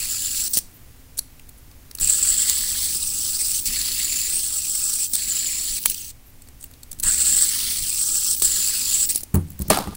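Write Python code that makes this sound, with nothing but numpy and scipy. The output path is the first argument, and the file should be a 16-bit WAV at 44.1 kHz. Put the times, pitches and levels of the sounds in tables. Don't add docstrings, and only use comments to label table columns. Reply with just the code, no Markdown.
import sys
import numpy as np
from scipy import signal
from scipy.fft import rfft, irfft, next_fast_len
from scipy.io import wavfile
from scipy.ndimage import uniform_filter1d

SR = 44100
rng = np.random.default_rng(int(sys.argv[2]) if len(sys.argv) > 2 else 0)


def materialize(psi):
    bounded = np.clip(np.atleast_2d(psi).T, -1, 1)
    quanta = np.round(bounded * 32767).astype(np.int16)
    wavfile.write(sys.argv[1], SR, quanta)


def voltage_ratio(decibels):
    exponent = np.asarray(decibels, float) / 20
    return 10 ** exponent


N = 439236

# (start [s], finger brakes [s], stop [s], arm passes [Hz], fade while braking [dB])
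FLICKS = [
    (0.0, 0.581, 0.64, 50.6, -45),
    (1.994, 5.865, 6.12, 62.03, -4.5),
    (7.026, 9.112, 9.22, 58.6, -13),
]
# (release [s], catch [s], drop [dB], jolt of the catch [dB])
TOSSES = [
    (0.485, 0.533, 14, 5),
    (3.604, 3.655, 10.5, 4),
    (5.069, 5.133, 12.5, 6.5),
    (5.791, 5.867, 11.5, 1.5),
    (8.352, 8.418, 10.5, 4),
    (9.059, 9.094, 16, 4.5),
]
# (time [s], rattle [dB], ring [Hz], ring over rattle [dB], turned away
HOLDS = [(0.0, -32.5, 7600, -0.5, 0.14), (0.1, -32, 7330, 1.5, 0.35), (0.3, -31.5, 7600, 3, 0),
         (0.44, -29, 8300, -1.5, 0.95), (1.99, -31, 7900, 8.5, 0.1), (2.18, -28.5, 7830, 8, 0.15),
         (2.52, -29.5, 7900, -0.5, 0.15), (2.759, -29, 8140, -1.5, 0.16), (2.939, -32.5, 8230, 4.5, 0.84),
         (3.1, -31, 7940, 0.5, 0.7), (3.34, -29.5, 8280, 4, 0.9), (3.654, -30, 7560, -2, 0),
         (4.05, -30.5, 7230, 4, 0), (4.29, -28.5, 8430, 5.5, 0.43), (4.45, -33.5, 7880, 5, 0.43),
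         (4.72, -30.5, 8080, 4.5, 0.8), (5.131, -32.5, 8440, 1, 0), (5.2, -32, 7530, 5, 0.01),
         (5.45, -33, 7430, 6.5, 0.05), (5.74, -30, 8100, -5, 0.25), (5.93, -34, 8270, 4.5, 0.53),
         (7.02, -30.5, 8040, 10.5, 0), (7.3, -26.5, 8000, 7, 0.13), (7.5, -28.5, 8330, -4, 0.12),
              (7.78, -31.5, 8100, 5.5, 0.24), (7.93, -29.5, 8070, 5.5, 0.8), (8.15, -28, 8030, 7, 0.65),
              (8.29, -27.5, 8200, -0.5, 1), (8.42, -29.5, 7800, 10, 0.1), (8.52, -27.5, 7400, 3, 0.05),
              (8.68, -29, 8040, -1, 0.5), (8.82, -28.5, 7460, 4, 0.03), (8.96, -28, 7720, 11, 0.27),
              (9.085, -30, 8500, 3, 0.74)]
# (time [s], peak [dB])
SURGES = [(2.0986, -7), (2.1241, -9), (2.158, -10), (2.1904, -6), (2.2263, -7), (2.2697, -6), (2.2837, -4),
          (2.3999, -11), (2.4967, -3), (2.8399, -10), (2.9677, -12), (3.0749, -10), (3.3024, -12),
          (4.0996, -14), (4.1914, -12), (4.5082, -15), (4.5645, -8), (4.778, -12), (4.8354, -12),
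          (4.8943, -12), (4.9357, -6), (5.234, -9), (5.3253, -16), (5.3857, -12), (5.472, -14),
          (5.5433, -12), (7.0783, -5), (7.201, -6), (7.4205, -6), (7.9927, -7), (8.0726, -12),
          (8.1369, -12), (8.1544, -7), (8.2926, -7), (8.309, -4), (8.4477, -5), (8.5135, -9), (8.5579, -6),
          (8.5979, -10), (8.6832, -8), (8.9451, -11), (9.0044, -7)]
# (frequency [Hz], density [dB/Hz])
RATTLE = [(2500, -43), (3500, -8.5), (5000, 0.5), (6800, 0), (9200, 3), (10000, 5), (10900, 5), (11200, -2),
          (12500, -5), (14200, -2.5), (14600, 2.5), (15600, 8.5), (16200, -2)]
# (frequency [Hz], width [Hz], level [dB])
RING = [(7250, 700, -1), (7740, 790, 0.5), (8216, 830, -1.5), (8750, 540, 3.5)]
# (frequency [Hz], width [Hz], level [dB])
CAPS = [(4450, 420, 1), (2300, 1100, -9), (4380, 1600, 6), (3550, 1100, -5), (6370, 930, -0.5)]
# (time [s], palm [Hz], fingers [Hz], rim [Hz], palm over rattle [dB])
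HOLLOWS = [(0, 1930, 2720, 5200, -16), (.25, 1690, 2900, 5200, -20.5), (.5, 1510, 2820, 5500, -23),
           (2.0, 1500, 2720, 5130, -18.5), (2.3, 1630, 2880, 5100, -16), (2.5, 1870, 3200, 5160, -14.5),
           (2.87, 2160, 3170, 5540, -17), (2.97, 1210, 2670, 5300, -25), (3.2, 1210, 3130, 5960, -28),
           (3.4, 1250, 2580, 5330, -22), (3.6, 1310, 2960, 5900, -30), (3.68, 2050, 2800, 5170, -14),
           (3.95, 1920, 2820, 5300, -18), (4.25, 1950, 2670, 5260, -15.5), (4.42, 1900, 2900, 5750, -28),
           (4.52, 1190, 2840, 5900, -19), (4.65, 1210, 2800, 5500, -26), (4.92, 1250, 2900, 5300, -20.5),
           (5.06, 1300, 2850, 5540, -34), (5.17, 1830, 2900, 5370, -17), (5.4, 1980, 2850, 5340, -15.5),
           (5.6, 2180, 2930, 5330, -13), (5.77, 1900, 2880, 5450, -24), (5.9, 1900, 2950, 6240, -26),
           (7.0, 1600, 2550, 5530, -4), (7.2, 1710, 2640, 5300, -16.5), (7.4, 1800, 3080, 5500, -15.5),
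           (7.6, 2110, 3100, 5700, -13.5), (7.82, 2200, 3300, 5660, -16.5), (7.92, 1310, 2970, 5030, -24),
           (8.05, 1250, 3060, 5700, -21), (8.2, 1250, 2900, 5360, -24.5), (8.35, 1410, 3180, 5950, -30),
           (8.47, 1650, 2840, 5270, -18), (8.6, 1680, 3080, 5100, -18), (8.75, 1510, 2450, 4900, -20.5),
           (8.9, 1510, 3040, 5000, -22), (9.05, 1920, 2770, 5530, -18.5)]
# (palm [Hz], fingers [Hz], rim [Hz], thumb [Hz])
HOLLOW_WIDTHS_HZ = (800, 960, 900, 500)
# (frequency [Hz], level over palm [dB])
THUMB = (1190, -10.5)
# (caps [dB], stirred air [dB], fingers [dB], rim [dB], arm beat [dB])
FACING = (-4.5, -8.5, -9.5, -8.5, -41)
# (caps [dB], stirred air [dB], fingers [dB], rim [dB], arm beat [dB])
AWAY = (-18.5, -20, -15.5, -2.5, -63)
# (frequency [Hz], density [dB/Hz])
SWISH = [(90, -37), (150, 3), (280, 2), (430, -3.5), (520, -36)]
# (time [s], peak [dB],
# colour [Hz])
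CATCHES = [(0.536, -6, 7800), (0.5484, -17, 8650), (0.5715, 1.3, 9600), (0.5787, -0.5, 15700),
           (0.5864, -5, 8700), (3.66, -14, 8000), (5.135, -10, 8000), (5.153, -3.5, 8700),
           (5.8284, -13, 9350), (5.8985, -6.5, 10600), (5.908, -7, 15600), (5.944, -16, 7950),
           (6.832, -27, 7840), (6.9988, -12, 10300), (7.004, -22, 14500), (7.0245, -20, 10500),
           (7.0295, -15, 15000), (7.048, -9, 9000), (5.853, -15, 12000), (9.149, -11, 10500),
           (9.214, -23, 11840), (8.398, -9, 8750), (9.09, -9, 8350), (9.158, -3.5, 10300),
           (9.177, -9, 15400), (9.2338, -14.5, 9200), (9.354, -10, 15300), (9.349, -15, 10500),
           (9.9507, -16.5, 10800)]
# (time [s], peak [dB], colour [Hz], dull part over peak [dB])
SNAPS = [(1.19, -3.5, 10800, -28), (1.186, -13, 8200, -35), (2.4965, -2, 7700, -45),
         (1.912, -23, 5500, -17), (1.9504, -16, 9540, -27), (5.8575, 4, 10700, -26),
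         (5.1356, -6.5, 8200, -30), (5.837, -17, 5000, -30), (6.929, -23, 8150, -22),
         (6.947, -37, 11000, -30), (8.4207, 0.5, 8200, -19.5), (9.2064, -19, 10100, -22),
         (9.7013, 5, 9000, -28), (9.746, -13.5, 4010, -13), (9.772, -8, 8500, -13), (9.787, -12, 5020, -18),
         (9.808, -27, 4000, -10)]
# (time [s], peak [dB], colour [Hz], dull part over peak [dB])
TICKS = [(1.1786, -14, 10600, -36), (1.3954, -33, 2390, -20), (1.491, -28, 14900, -24),
         (1.713, -37, 4500, -19), (1.9614, -29, 15600, -29.5), (1.9854, -20, 4520, -18),
         (1.999, -10.5, 15300, -23), (1.973, -29, 8000, -27), (2.0108, -7, 9700, -26),
         (5.864, -7, 15600, -28), (6.42, -30.5, 7800, -32), (6.4735, -40, 4500, -10),
         (6.486, -34, 8000, -10), (6.6104, -31, 8750, -37), (6.6273, -28, 8400, -28),
         (6.6405, -18.5, 16100, -28), (6.712, -30, 15300, -18), (6.737, -34, 4120, -18),
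         (6.9146, -19.5, 10700, -28), (6.917, -23, 7940, -25), (6.988, -27, 8400, -30),
         (7.035, -5, 8400, -26), (9.343, -7.5, 15800, -17), (9.484, -41, 8830, -30),
         (9.601, -28, 8500, -30), (9.518, -33, 9500, -30), (9.532, -38, 11030, -26),
         (9.611, -25, 9600, -30), (9.5034, -23, 16000, -21), (9.591, -19.5, 14400, -21),
         (9.619, -14, 14900, -25), (9.682, -17, 15200, -27), (9.873, -26, 8740, -3)]
# (frequency [Hz], width [Hz], level [dB])
TOY = [(4420, 570, -4), (8200, 570, 1.5), (10700, 1200, -1.5), (14300, 720, -4)]
# (frequency [Hz], width [Hz], level [dB])
PORT = (16160, 1050, 2.1)
# (time [s], peak [dB], low note [Hz], high note [Hz], t60 [s])
KNOCKS = [(.569, -22.5, 219, 473, 0.02), (1.191, -13.5, 4400, 5730, 0.012), (5.855, -21.5, 890, 1530, 0.02),
          (5.8565, -25, 1260, 1860, .02), (5.858, -17.5, 2330, 2660, 0.011), (5.857, -16, 3200, 3440, .01),
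          (6.641, -38, 2820, 4500, .012), (6.832, -33, 4400, 3700, 0.0073), (1.395, -41, 2450, 2840, .01),
          (7.045, -34, 1010, 1140, .03), (8.418, -29, 400, 940, 0.022), (9.155, -30, 304, 720, 0.011),
          (9.232, -35, 345, 585, 0.016), (9.343, -18.5, 400, 340, 0.063), (1.952, -37, 2800, 5000, .01),
          (5.898, -24, 2950, 4600, .015), (5.944, -28, 4800, 2900, .012), (2.953, -37, 190, 330, 0.038)]
# (time [s], peak [dB], low note [Hz], high note [Hz], t60 [s])
PANEL_KNOCKS = [(9.7017, -4, 640, 760, 0.043), (9.702, -9.5, 1188, 960, .04), (9.701, -15, 2380, 1730, .03),
                (9.88, -26, 205, 297, .09), (9.711, -12.5, 200, 608, 0.13), (9.716, -16.5, 400, 332, .05),
                (9.745, -20, 880, 1300, 0.014), (9.772, -10.5, 740, 1250, 0.021),
                (9.786, -12.5, 800, 1240, 0.014), (9.80, -21, 205, 560, 0.054),
                (9.872, -24, 800, 1190, 0.03)]
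# (time [s], bright level [dB], panel over bright [dB])
CLATTER_LEVELS = [
    (9.698, -31, -22),
    (9.703, -17, 1),
    (9.726, -21.5, -3),
    (9.77, -29, 0),
    (9.82, -36.5, 6.5),
    (9.865, -42.5, 2.5),
    (9.912, -46.5, 6),
    (9.958, -49, -3),
]
# (frequency [Hz], density [dB/Hz])
CLATTER = [(880, -20), (1500, 6.5), (3010, 2.5), (3430, 4.5), (4860, 3), (5930, -1.5), (9750, -0.5),
           (16200, -7.5)]
# (frequency [Hz], width [Hz], level [dB])
PANEL = [(247, 520, 1.5), (470, 250, -12), (800, 780, 2), (1190, 70, 8.5), (1300, 160, -2)]
# (time [s], peak [dB], brightness [dB], ring-time factor [ratio])
THUMPS = [
    (9.341, -9.5, -0.5, 0.44),
    (9.351, -18, -10, 0.47),
    (9.363, -9.5, -20, .9),
    (9.599, -20, -9, 0.61),
    (9.615, -19, -17, 0.41),
    (9.652, -29, -7, 0.89),
    (9.685, -21.5, -11, 0.37),
    (9.87, -25, -8, 1),
]
# (frequency [Hz], level [dB], t60 [s])
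BOARDS = [(85.3, 1, 0.19), (157.6, -7.5, 0.32), (200, 0, 0.15), (286, -6.5, 0.21), (352, 1, 0.15),
          (400, -13, 0.22)]
# (time [s], length [s], level [dB], colour [Hz])
RUBS = [
    (0.728, .055, -50, 14500),
    (1.171, 0.0097, -34, 8000),
    (1.57, 0.029, -54, 10900),
    (6.25, 0.065, -53, 13500),
    (6.588, 0.091, -49.5, 8500),
    (9.343, 0.041, -40.5, 9500),
    (9.37, .06, -52, 10000),
    (9.472, .02, -54, 8800),
    (9.601, 0.1, -53, 4950),
]
# (time [s], peak [dB], optional slower push [Hz])
PUFFS = [(0.62, -30), (2.004, -15.5), (2.3, -24), (3.671, -19.5), (5.7, -21.5), (5.861, -25), (6.9, -27, 9),
         (6.97, -21, 14), (7.045, -13.5), (7.8, -20), (8.422, -22), (9.047, -29)]
# (frequency [Hz], t60 [s])
ROOM = [(100, 0.96), (1000, 0.041), (4000, 0.34), (16000, 0.18)]
# (frequency [Hz], density [dB/Hz])
AIR = [(8.8, -5.5), (15, 2.5), (36, -12), (55, -6), (133, -15.5), (218, -29.5), (260, -16.5), (309, -26.5),
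       (507, -31), (1140, -35), (1320, -35.5), (2370, -35), (3560, -38), (15700, -36.5)]
# (frequency [Hz], waver [Hz], level [dB])
HUM = (220, 1.085, -64.5)

BRAKE_CAPS_DB = 7.5


def spin(start, brake, stop, start_hz, fade_db):
    t = np.arange(start, stop, 1 / SR)
    rattle_db, ring_hz, ring_db, away = hold(t)
    caps_db, arms_db, fingers_db, rim_db = (a + (b - a) * away for a, b in zip(FACING[:4], AWAY))
    braked = t > brake
    jolt_s = 0.025
    jolt_db = sum(db * ((t > b) & (t < b + jolt_s)) for a, b, drop, db in TOSSES)
    rattle_db = rattle_db + braked * fade_db * (t - brake) / (stop - brake) + jolt_db
    drag_db = BRAKE_CAPS_DB * braked
    caps_start_db = -6 * (start > 0) * np.exp(-(t - start) / 0.18)
    caps_db = caps_db + drag_db + caps_start_db
    free_db = sum(-db * ((t > a) & (t < b)) for a, b, db, jolt in TOSSES)
    free_db = uniform_filter1d(free_db - 8.0 * braked, size=100)
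    turns = np.cumsum(passes_hz(t, start_hz)) / SR / 3

    balls = ball_impacts(t, turns)
    grind = voltage_ratio(surges_db(t, rattle_db))
    rough = balls * grind * voltage_ratio(1.7 * wander(len(t), 380))
    ring = body(rough, RING, ring_hz, 394, 3.1, 62) * voltage_ratio(0.57 * wander(len(t), 120))
    plastic = voltage_ratio(caps_db) * body(balls, CAPS, 5000, 3000, 3.1, 80)
    plastic = plastic + hand_hollows(balls, t, fingers_db + drag_db, rim_db + drag_db)
    grip_db = (0.24 - 1.5) * jolt_db
    plastic = 0.9 * voltage_ratio(grip_db) * palm_echo(plastic, t, turns)
    swish_db = 0.43 * arms_db - 19.5 + 1.4 * wander(len(t), 17)
    swish = coloured(rng.standard_normal(len(t)), SWISH) * voltage_ratio(swish_db)
    rattle = coloured(balls * grind ** 0.62, RATTLE)
    cage = signal.filtfilt(*signal.butter(3, 13500, "high", fs=SR), rattle)
    race = voltage_ratio(5.0) * (cage + voltage_ratio(0.87 * free_db) * (rattle - cage))
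    parts = race + voltage_ratio(free_db) * (voltage_ratio(ring_db) * ring + plastic) + swish
    rise = (t - start + (start == 0)) / 0.03
    fade = np.clip(np.minimum(rise, (stop - t) / 0.013), 0, 1)
    return start, voltage_ratio(uniform_filter1d(rattle_db, size=100)) * parts * fade


def ball_impacts(t, turns):
    hit, size, sign = rng.random((len(t), 3)).T
    impacts_per_s = 12000
    balls = (hit < impacts_per_s / SR) * voltage_ratio(-1.8 * np.log(size + 0.0015)) * np.sign(sign - .5)
    load_db = 0.1 * np.cos(2 * np.pi * turns) + 1.0 * wander(len(t), 67) + 1.12 * wander(len(t), 285)
    return evened(balls * voltage_ratio(load_db))


def hand_hollows(balls, t, fingers_db, rim_db):
    s, *columns = np.transpose(HOLLOWS)
    palm_hz, fingers_hz, rim_hz, palm_db = (np.interp(t, s, c) for c in columns)
    thumb_hz, thumb_db = THUMB
    notes_hz = palm_hz, fingers_hz, rim_hz, thumb_hz
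    levels_db = palm_db, fingers_db, rim_db, palm_db + thumb_db
    return sum(hollow(balls, *one) for one in zip(notes_hz, HOLLOW_WIDTHS_HZ, levels_db))


def hollow(x, hz, width_hz, db):
    own = x * rng.choice([-1., 1.], len(x)) * voltage_ratio(2.2 * wander(len(x), 170))
    hit, size = rng.random((len(x), 2)).T
    pings_per_s, ping_width_hz, ping_db = 60, 240, -6
    ping_hz = hz * np.exp(0.132 * wander(len(x), 30.3))
    pings = (hit < pings_per_s / SR) * (0.28 + size)
    pings = resonate(resonate(pings, ping_hz, ping_width_hz), ping_hz, ping_width_hz)
    hz = hz * (1 + 0.067 * wander(len(x), 46))
    both = evened(resonate(resonate(own, hz, width_hz), hz, width_hz)) + voltage_ratio(ping_db) * evened(pings)
    return voltage_ratio(db - 1.0 + 1.0 * wander(len(x), 32)) * both


def palm_echo(x, t, turns):
    bend = 0.23 * wander(len(t), 6.9) + 0.15 * np.cos(2 * np.pi * 3 * turns)
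    delay_s = 0.000593 * np.exp(bend)
    return x + 0.24 * np.interp(t - delay_s, t, x)


def hold(t):
    s, *columns = np.transpose(HOLDS)
    now = np.searchsorted(s, t + 1e-6, "right") - 1
    ease_s, shift_s = 0.21, 0.078
    spans_s = ease_s, shift_s, ease_s, ease_s
    return [uniform_filter1d(c[now], round(span * SR), mode="nearest") for c, span in zip(columns, spans_s)]


def passes_hz(t, start_hz):
    catch_loss, sag_hz_per_s = 0.1, 0.585
    caught = sum((t > b) * (b > t[0]) for a, b, *rest in TOSSES)
    return start_hz * (1 - catch_loss) ** caught - sag_hz_per_s * (t - t[0])


def surges_db(t, rattle_db):
    rise_s, fall_s, from_db = 0.0024, 0.006, 16
    out = np.zeros(len(t))
    for s, db in SURGES:
        since = t - s - rise_s
        shape = np.exp(-abs(since) / np.where(since > 0, fall_s, rise_s))
        out = np.maximum(out, np.clip(db - rattle_db - from_db, 0, 6) * shape)
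    return out


def arms_beating(start, brake, stop, start_hz, fade_db):
    t = np.arange(start, brake, 1 / SR)
    fade_db_per_s = -2
    db = FACING[4] + (AWAY[4] - FACING[4]) * hold(t)[3] + fade_db_per_s * (t - start)
    phase = 2 * np.pi * np.cumsum(passes_hz(t, start_hz) + 2.07 * wander(len(t), 9.6)) / SR
    level = voltage_ratio(db + 1.7 * wander(len(t), 4.5))
    return start, level * np.sin(phase) * signal.windows.tukey(len(t), .05)


def click(s, db, hz, dull_db, t60):
    lead_s = .01
    t = np.arange(round(.08 * SR)) / SR - lead_s
    shape_db = np.where(t < 0, 60 * t / (0.51 * t60), -60 * t / t60)
    burst = rng.standard_normal(len(t)) * voltage_ratio(shape_db)
    crack = signal.lfilter(*signal.butter(3, min(.5 * hz, 7000), "high", fs=SR), burst)
    bright = signal.lfilter(*signal.butter(3, 3300, "high", fs=SR), burst)
    port_hz, port_width_hz, port_db = PORT
    sharp = 0.34 * crack + 2.0 * resonate(crack, min(hz, 16000), 670)
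    sharp = sharp + voltage_ratio(port_db) * resonate(crack, port_hz, port_width_hz)
    sharp = sharp + 0.5 * sum(voltage_ratio(d) * resonate(bright, f, w) for f, w, d in TOY)
    dull = resonate(resonate(burst, 1170, 1400), 1660, 1600) + 1.9 * resonate(burst, 300, 280)
    both = sharp / abs(sharp).max() + voltage_ratio(dull_db) * dull / abs(dull).max()
    return s + .0012 - lead_s, voltage_ratio(db) * both


def knock(s, db, low_hz, high_hz, t60, high_db):
    t = np.arange(round(.2 * SR)) / SR
    notes = ringing([(low_hz, 0, t60), (high_hz, high_db, 0.59 * t60)], t)
    notes = notes * (1 - np.exp(-(t / 0.0017) ** 2))
    notes = notes * (1 + .18 * wander(len(t), 0.3 * low_hz))
    return s, voltage_ratio(db) * notes / abs(notes).max()


def clatter():
    s, bright_db, panel_db = np.transpose(CLATTER_LEVELS)
    t = np.arange(s[0], s[-1], 1 / SR)
    shake = rng.standard_normal(len(t)) * voltage_ratio(1.9 * wander(len(t), 280))
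    panel = voltage_ratio(np.interp(t, s, panel_db)) * body(shake, PANEL, 700, 2000, 2.1, 82)
    both = coloured(shake, CLATTER) + panel
    return s[0], voltage_ratio(np.interp(t, s, bright_db)) * both * signal.windows.tukey(len(t), .02)


def thump(s, db, bright_db, rings):
    t = np.arange(round(.4 * SR)) / SR
    blow = signal.windows.hann(round(0.0041 * SR))
    low = -np.convolve(ringing(BOARDS, t / rings, rings), blow)[:len(t)]
    low = signal.lfilter(*signal.butter(3, 55, "high", fs=SR), low)
    scuff = evened(resonate(resonate(rng.standard_normal(len(t)), 230, 700), 250, 1200))
    scuff = voltage_ratio(bright_db - 11.5 - 60 * t / 0.17) * scuff * np.minimum(t / 0.0021, 1)
    return s, voltage_ratio(db) * (low / abs(low).max() + scuff)


def rub(s, length_s, db, hz):
    count = round(length_s * SR)
    hiss = evened(resonate(resonate(rng.standard_normal(count), hz, 2800), hz, 2800))
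    return s, voltage_ratio(db + 2.0 * wander(count, 200)) * hiss * signal.windows.tukey(count, .5)


def puff(s, db, hz=23.2):
    t = np.arange(round(.14 * SR)) / SR
    swell = t * hz * 0.67 * np.exp(1 - t * hz * 2.27)
    return s, voltage_ratio(db) * swell * (np.sin(2 * np.pi * hz * t) + 0.23 * wander(len(t), 480))


def evened(x):
    return x / np.sqrt(np.mean(x ** 2) + 1e-20)


def wander(count, per_s):
    span = max(int(SR / per_s), 1)
    smooth = uniform_filter1d(uniform_filter1d(rng.standard_normal(count), span), span)
    return np.clip(evened(smooth), -3, 2.3)


def read(points, hz):
    f, value = np.transpose(points)
    return np.interp(np.log(hz + 1), np.log(f + 1), value)


def coloured(x, points):
    size = next_fast_len(len(x))
    gain = voltage_ratio(read(points, np.fft.rfftfreq(size, 1 / SR)))
    return evened(irfft(rfft(x, size) * gain, size)[:len(x)])


def resonate(x, hz, width_hz):
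    turn = np.exp(2j * np.pi * np.cumsum(hz * np.ones(len(x))) / SR)
    r = np.exp(-np.pi * width_hz / SR)
    return 2 * (turn * signal.lfilter([1 - r], [1, -r], x / turn + 1e-18)).real


def body(x, modes, centre_hz, reach_hz, patchy_db, per_s):
    out = 0
    for hz, width_hz, db in modes:
        near_db = -6 * np.minimum(((hz - centre_hz) / reach_hz) ** 2, 3)
        level = voltage_ratio(db + near_db + patchy_db * wander(len(x), per_s))
        out = out + level * resonate(resonate(x, hz, width_hz), hz, width_hz)
    return evened(out)


def ringing(modes, t, rings=1):
    return sum(voltage_ratio(db - 60 * t / t60) * np.sin(2 * np.pi * hz * t * rings) for hz, db, t60 in modes)


def add(mix, s, sound):
    part = mix[round(s * SR):][:len(sound)]
    part += sound[:len(part)]


def room(x):
    taps = np.zeros(SR // 2)
    at = np.arange(160, len(taps) - 20, 20)
    taps[at + rng.integers(0, 20, len(at))] = rng.choice([-1., 1.], len(at))
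    hz, t, z = signal.stft(taps, SR, nperseg=256)
    tail = signal.istft(z * voltage_ratio(-60 * t / read(ROOM, hz)[:, None]), SR, nperseg=256)[1]
    return signal.fftconvolve(x, tail / np.linalg.norm(tail))[:N]


def room_air():
    air_db = -45.5
    air = voltage_ratio(air_db) * coloured(rng.standard_normal(N), AIR) * voltage_ratio(1.28 * wander(N, 0.55))
    air = air + 0.58 * resonate(air, PORT[0], 1900)
    hz, waver_hz, db = HUM
    phase = 2 * np.pi * np.cumsum(hz + waver_hz * wander(N, 4.5)) / SR
    return air + voltage_ratio(db + 3.6 * wander(N, 3.3)) * np.sin(phase)


def scene():
    toy, hits, knocks, air = np.zeros((4, N))
    for flick in FLICKS:
        add(toy, *spin(*flick))
        add(air, *arms_beating(*flick))
    # dull dB and t60 s, t60 s, or high note dB
    layers = ((click, CATCHES, hits, -33.5, 0.018),
              (click, SNAPS, hits, 0.013),
              (click, TICKS, hits, 0.017),
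              (knock, KNOCKS, knocks, 2.5),
              (knock, PANEL_KNOCKS, hits, 0),
              (thump, THUMPS, hits),
              (rub, RUBS, hits),
              (puff, PUFFS, air))
    for source, events, mix, *shared in layers:
        for event in events:
            add(mix, *source(*event, *shared))
    add(hits, *clatter())
    echo = room(voltage_ratio(-19.0) * toy + voltage_ratio(-25) * knocks + voltage_ratio(-20) * hits)
    return (toy + hits + knocks + air + echo + room_air())[None]


def band_limit(x):
    return signal.sosfilt(signal.butter(12, 17000, fs=SR, output="sos"), x)


def record(dry):
    soft = .8 * np.tanh(dry / .8)
    edge_hz = 15800
    edge = signal.firwin(801, edge_hz, window=("kaiser", 9), fs=SR)
    mix = signal.oaconvolve(soft, edge[None], "same")
    return band_limit(mix)


dry = scene()
out = record(dry)
materialize(out)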